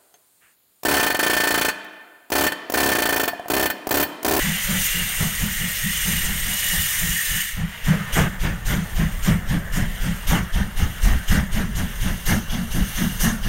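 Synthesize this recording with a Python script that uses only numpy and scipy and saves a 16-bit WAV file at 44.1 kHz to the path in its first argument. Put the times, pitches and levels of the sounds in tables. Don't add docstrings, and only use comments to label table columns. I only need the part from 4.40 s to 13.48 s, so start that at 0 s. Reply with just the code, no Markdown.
import sys
import numpy as np
from scipy import signal
from scipy.io import wavfile
from scipy.ndimage import uniform_filter1d

SR = 44100
rng = np.random.default_rng(int(sys.argv[2]) if len(sys.argv) > 2 else 0)


def unload_audio(sound):
    columns = np.transpose(np.atleast_2d(sound))
    steps = np.round(np.clip(columns, -1, 1) * 32767)
    wavfile.write(sys.argv[1], SR, steps.astype(np.int16))


N = 400428
T = np.arange(N) / SR

# start_s, length_s, boom_db, jet_db, nozzle_hiss_db
BLASTS = [(0.022, 0.094, -23.5, -39, -35), (0.261, 0.17, -27, -35.5, -53), (0.524, 0.14, -28.5, -40, -49),
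          (0.787, 0.067, -21, -31, -38), (0.999, 0.052, -22.5, -37.5, -36.5),
          (1.178, 0.13, -29.5, -43, -56), (1.418, .05, -25.5, -54, -51), (1.643, 0.16, -26.5, -36, -38),
          (1.831, .13, -29, -38, -34.5), (2.035, .14, -34, -41, -55), (2.304, 0.14, -32.7, -41, -36.5),
          (2.603, .15, -29.5, -41, -37), (2.895, .09, -33.5, -45.5, -42),
          (3.149, 0.13, -28.5, -39.5, -47.5), (3.455, .12, -19.5, -28.5, -40),
          (3.746, 0.12, -15.5, -21, -32.5), (4.014, .1, -24.5, -28.5, -42.5),
          (4.272, .15, -21.5, -28.5, -36), (4.566, 0.1, -20, -31.5, -43.5),
          (4.845, 0.12, -18, -26.5, -36.5), (5.091, .1, -23, -31.5, -43), (5.341, 0.1, -22.5, -29.5, -37),
          (5.617, .13, -25, -35, -41.5), (5.888, 0.13, -18.5, -24, -33.5), (6.141, .12, -25.5, -32, -42.5),
          (6.379, 0.081, -30.5, -32, -38.5), (6.634, .14, -27.5, -29, -37), (6.896, .14, -21.5, -27, -34),
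          (7.135, .15, -24.5, -33.5, -40), (7.366, 0.1, -28.5, -35.5, -39), (7.62, 0.14, -31, -34, -40),
          (7.877, .1, -19, -26, -31), (8.107, 0.14, -25.5, -36, -43), (8.324, 0.14, -27.5, -37, -38),
          (8.565, 0.15, -22.5, -35.5, -38), (8.818, 0.088, -18, -29.5, -29), (9.037, .12, -27, -41, -42)]
# time_s, push_db, thud_db, rush_db, boom_pitch_hz
APPROACH = [(0, -28, -44, -32, 179.6), (1.5, -25.5, -49, -36, 175), (3.1, -26, -54, -35, 171.4),
            (3.6, -24, -36, -33, 166.5), (5, -21, -33, -33, 174.4), (7, -19.5, -34, -31, 184.5),
            (7.9, -20, -31, -30, 195), (8.4, -23, -28.5, -29.5, 192.4), (9.08, -22, -32, -28, 197)]

LEAD_S, RISE_S, FADE_S = 0.031, 0.029, 0.027
SNAP_S, SNAP_S_PER_DB = 0.019, 0.0012
PUSH_SHARE, THUD_SHARE, RUSH_SHARE = 0.31, 0.57, 0.61
MEAN_JET_DB, STRONG_HISS_DB = -30, -32


def gain_of(db):
    return 10 ** (np.asarray(db) / 20)


def evened(x):
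    return x / np.sqrt(np.mean(x ** 2) + 1e-20)


def smoothed(x, first, second, axes=(-1, -1)):
    once = uniform_filter1d(x, size=first, axis=axes[0])
    return evened(uniform_filter1d(once, size=second, axis=axes[1]))


def curve(table, column):
    rows = np.array(table)
    return gain_of(np.interp(T, rows[:, 0], rows[:, column]))


def noise(spectrum, patchy_db, flicker_db, streaky_db, size=512):
    f, db = np.transpose(spectrum)
    frames = N // size + 2
    hz = np.fft.rfftfreq(size, 1 / SR)
    hz = hz[hz <= f[-1]]
    patches, streaks = rng.standard_normal((frames, len(hz), 2)).T
    patches = smoothed(patches, 8, 3, axes=(0, 1))
    streaks = smoothed(streaks, 2, 12, axes=(0, 1))
    shape_db = np.interp(np.log(hz + 1), np.log(f + 1), db)[:, None]
    field_db = shape_db + patchy_db * patches + streaky_db * streaks
    flicker = evened(uniform_filter1d(rng.standard_normal(4 * frames), size=4))
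    real, imaginary = rng.standard_normal((4 * frames, len(hz), 2)).T
    strength = np.repeat(gain_of(field_db), repeats=4, axis=1) * gain_of(flicker_db * flicker)
    z = np.zeros((size // 2 + 1, 4 * frames), complex)
    z[:len(hz)] = (real + 1j * imaginary) * strength
    return evened(signal.istft(z, nperseg=size, noverlap=3 * size // 4)[1][:N])


def resonate(x, hz, width):
    turn = np.exp(2j * np.pi * np.cumsum(hz) / SR)
    r = np.exp(-np.pi * width / SR)
    return 2 * (turn * signal.lfilter([(1 - r) ** 2], [1, -2 * r, r ** 2], x / turn)).real


def blast_parts():
    s, length, boom_db, jet_db, hiss_db = np.transpose(BLASTS)
    at, push_db, thud_db, rush_db, _ = np.transpose(APPROACH)
    over_db = jet_db - MEAN_JET_DB
    return {
        "start_s": s, "length_s": length, "boom": boom_db, "roar": jet_db, "hiss": hiss_db,
        "push": np.interp(s, at, push_db) + PUSH_SHARE * over_db,
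        "thud": np.interp(s, at, thud_db) + THUD_SHARE * over_db,
        "rush": np.interp(s, at, rush_db) + RUSH_SHARE * over_db,
        "snap_s": SNAP_S + SNAP_S_PER_DB * np.clip(STRONG_HISS_DB - hiss_db, 0, 20)}


def blasts(part, early, rise_share, hold_share, fade_share, tail_db, tail_s):
    parts = blast_parts()
    power = np.zeros(N)
    for s, length, db, snap in zip(parts["start_s"], parts["length_s"], parts[part], parts["snap_s"]):
        rise = snap if early else RISE_S
        start = s - early * LEAD_S
        span = slice(max(round(start * SR), 0), round((start + 0.5) * SR))
        t = np.maximum(T[span] - start, 0)
        up = np.sin(np.pi / 2 * np.minimum(t / (rise_share * rise + 0.00054), 1)) ** 2
        late = np.maximum(t - hold_share * length - early * LEAD_S, 0)
        fade = 1 / np.cosh(late / (fade_share * FADE_S + 0.0011))
        tail = gain_of(tail_db) * np.exp(-late / tail_s)
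        power[span] += (gain_of(db) * up * (fade + tail)) ** 2
    return np.sqrt(power)


def steam():
    # time_s, body_db, fizz_db, singing_db
    cocks = [(0, -26.5, -31.5, -38), (.33, -27, -26.5, -37), (.45, -26.5, -23.5, -34),
             (.6, -28, -26.5, -33.5), (1.06, -30, -29.5, -40), (1.45, -29, -27, -36),
             (1.72, -26, -24.5, -35.5), (1.9, -28.5, -29, -39), (2.15, -29, -24.5, -33.5),
             (2.35, -29, -23, -29), (2.6, -27, -24, -36), (2.8, -29.5, -25.5, -30),
             (3.01, -28.5, -25, -32.5), (3.11, -33.5, -31.5, -39), (3.22, -50, -52, -55)]
    # time_s, body_db, fizz_db
    leak_levels = [(0, -43, -52), (3.7, -36, -43.5), (4.5, -40.5, -42), (5.6, -38, -41), (7.7, -38, -40),
                   (8.5, -35, -33.5), (9.08, -37, -38)]
    # pitch_hz, drift_hz_per_s, width_hz, level_db
    singing = [(1977, -51, 210, -1), (2802, 43, 170, -2.5)]
    # pitch_hz, relative_db
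    body_spectrum = [(300, -38), (800, -20), (1400, -7.5), (1900, 3), (2900, 2.5), (4000, -6.5),
                     (6000, -20.5), (9000, -48)]
    # pitch_hz, relative_db
    fizz_spectrum = [(1500, -50), (3500, 2), (5500, -5), (9000, 0.5), (13000, -1), (16500, 4)]

    turns = np.interp(T, np.transpose(BLASTS)[0], np.arange(len(BLASTS))) / 4
    squarish = np.tanh(1.7 * np.cos(2 * np.pi * (turns - 0.57)))
    breath = gain_of(-7 * (1 - squarish) / 2)
    body = np.hypot(curve(cocks, column=1), breath * curve(leak_levels, column=1))
    fizz = np.hypot(curve(cocks, column=2), breath * curve(leak_levels, column=2))
    out = body * noise(body_spectrum, 1.2, 0.9, 1.1) + fizz * noise(fizz_spectrum, 1.4, 1.0, 1.1)

    t = T[:round(cocks[-1][0] * SR)]
    level = curve(cocks, column=3)[:len(t)]
    for hz, drift, width, db in singing:
        band = evened(resonate(rng.standard_normal(len(t)), hz + drift * t, width))
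        waver_db = 3 * smoothed(rng.standard_normal(len(t)), 4000, 3000)
        out[:len(t)] += level * gain_of(db + waver_db) * band
    return out


def rolling():
    # time_s, rumble_db, clatter_db
    levels = [(0, -42, -37), (1.4, -39, -41), (1.8, -32, -45), (2.2, -38, -37.5), (3.05, -45, -48.5),
              (3.6, -42, -32), (4.1, -30.5, -37), (5.5, -31.5, -37.5), (6.5, -34.5, -37.5),
              (7.8, -31.5, -39.5), (9.08, -32.5, -35.5)]
    # pitch_hz, relative_db
    rumble_spectrum = [(10, -39), (20, -4.5), (31, 1), (60, -5), (110, -15.5), (180, -17.5), (260, -30),
                       (500, -33.5)]
    # pitch_hz, relative_db
    clatter_spectrum = [(120, 1), (200, -6.5), (270, -22.5), (500, -12.5), (1100, -13), (1800, -6),
                        (4000, -55)]
    rumble = curve(levels, column=1) * noise(rumble_spectrum, 1.9, 2.3, 0.1, size=4096)
    clatter = curve(levels, column=2) * noise(clatter_spectrum, 1.9, 0.86, 1.7, size=1024)
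    return rumble + clatter


def exhaust():
    # pitch_hz, relative_db
    hiss_spectrum = [(2500, -3), (4500, -4), (7000, 0), (11000, 0.5), (16500, -1.5)]
    spit_spectrum = [(1500, -20), (2300, -2), (3000, -1.5), (3700, -5), (4600, -9), (7000, -25)]
    rush_spectrum = [(500, -12.5), (1200, -9), (1800, 3.5), (2400, -5), (3200, -14.5), (5000, -21)]
    roar_spectrum = [(250, -5.5), (420, -5.5), (700, -4.5), (1100, -7), (1600, -4), (2600, -8), (8000, -58)]
    thud_spectrum = [(150, -16), (230, 7.5), (300, -1), (420, -16), (700, -19)]

    hiss = blasts("hiss", early=0.93, rise_share=1.28, hold_share=0.22, fade_share=1.72,
                  tail_db=-3.0, tail_s=0.044)
    spit = blasts("rush", early=0.93, rise_share=0.97, hold_share=0.31, fade_share=1.57,
                  tail_db=-9.5, tail_s=0.043)
    rush = blasts("rush", early=1.0, rise_share=2.54, hold_share=0.5, fade_share=1.36,
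                  tail_db=-24, tail_s=0.038)
    roar = blasts("roar", early=0, rise_share=1.14, hold_share=0.44, fade_share=1.32,
                  tail_db=-27.0, tail_s=0.069)
    thud = blasts("thud", early=0, rise_share=1.54, hold_share=0.39, fade_share=1.44,
                  tail_db=-41, tail_s=0.05)
    eddies = gain_of(0.66 * smoothed(rng.standard_normal(N), 300, 200))
    high = hiss * noise(hiss_spectrum, 2.1, 0.54, 1.2, size=256)
    high += gain_of(-3.5) * spit * noise(spit_spectrum, 2.3, 1.0, 1.4)
    mixing = gain_of(-1.5) * rush * noise(rush_spectrum, 1.8, 0.9, 2.2)
    mixing += roar * noise(roar_spectrum, 1.8, 1.3, 2.2, size=1024)
    return high + eddies * mixing + thud * noise(thud_spectrum, 1.2, 1.1, 0.1, size=1024)


def push():
    # pitch_hz, relative_db
    slug_spectrum = [(10, -28), (20, -2), (31, -2), (45, -4.5), (75, -8), (110, -10.5), (180, -17),
                     (260, -35), (500, -44)]
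    shove_db, shove_s = 4, 0.008
    out = noise(slug_spectrum, 1.85, 2.2, 0.13, size=2048)
    out *= blasts("push", early=0.56, rise_share=1.36, hold_share=0.61, fade_share=1.2,
                  tail_db=-31, tail_s=0.035)
    parts = blast_parts()
    for start, db in zip(parts["start_s"], parts["push"]):
        near = slice(max(round((start - 0.04) * SR), 0), round((start + 0.04) * SR))
        u = (T[near] - start) / shove_s
        out[near] += gain_of(db + shove_db) * u * np.exp(0.5 - u ** 2 / 2)
    return out


def boom_hz():
    starts = np.transpose(BLASTS)[0]
    latest = np.maximum(np.searchsorted(starts, T, "right") - 1, 0)
    hz = np.interp(T, np.transpose(APPROACH)[0], np.transpose(APPROACH)[-1])
    return hz * (1 - 0.37 * np.exp(-abs(T - starts[latest]) / 0.015))


def chimney():
    # share_of_boom_pitch, width_hz, level_db
    resonances = [(.66, 49.3, -11), (.94, 35.2, 1), (1.15, 41.8, -2)]
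    hz, drive = boom_hz(), rng.standard_normal(N)
    pipe = np.zeros(N)
    for k, (share, width, db) in enumerate(resonances):
        pipe += (-1) ** k * gain_of(db) * resonate(drive, hz * share, width)
    return evened(pipe) * blasts("boom", early=0, rise_share=1.46, hold_share=0.53, fade_share=1.5,
                                 tail_db=-20.5, tail_s=0.078)


def scene():
    return np.tile(steam() + rolling() + exhaust() + push() + chimney(), (2, 1))


def record(dry):
    # time_s, position (0 far ahead, 1 near, 2 and above abreast)
    bearings = [(0, 0.2), (2, 0.85), (4.5, 0.35), (6, 1.5), (7.5, 1.5), (9.08, 4)]
    # pitch_hz, width_hz, far_ahead_db, near_db, abreast_db
    housing = [(1780, 89, 0.5, -0.5, 1.5), (1870, 220, -1, 1.5, -3.5), (2556, 342, -4.5, -7, -12),
               (2790, 160, 2.5, 2, 8.5), (4160, 770, -3.5, -6.5, -4.5), (6230, 680, 7, 2.5, 7.5),
               (7250, 670, 4, 2.5, -2), (8720, 600, 4, 3, 0.5), (10420, 550, -3, -7, -3.5),
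               (12040, 210, 6, 5.5, -4), (12500, 300, -2, -6, -2), (13150, 300, 1, 1, 6),
               (13900, 620, 4, -1, -3), (15100, 300, -9, -9, -3), (15500, 300, 1, -5, -8)]
    notch_hz, notch_width_hz, edge_hz = 7790, 330, 15790
    hz, t, z = signal.stft(dry[0], SR, nperseg=1024)
    bearing = np.interp(t, *np.transpose(bearings))
    colour_db = np.zeros(z.shape)
    for f, width, *db in housing:
        bump = np.exp(-((hz - f) / width) ** 2)
        colour_db += np.outer(bump, np.interp(bearing, np.arange(3), db))
    coloured = signal.istft(z * gain_of(colour_db), SR, nperseg=1024)[1][:N]
    notched = signal.lfilter(*signal.iirnotch(notch_hz, notch_hz / notch_width_hz, SR), coloured)
    low_pass = signal.firwin(1023, edge_hz, window=("kaiser", 10), fs=SR)
    return np.tile(signal.oaconvolve(notched, low_pass, "same"), (2, 1))


dry = scene()
out = record(dry)
unload_audio(out)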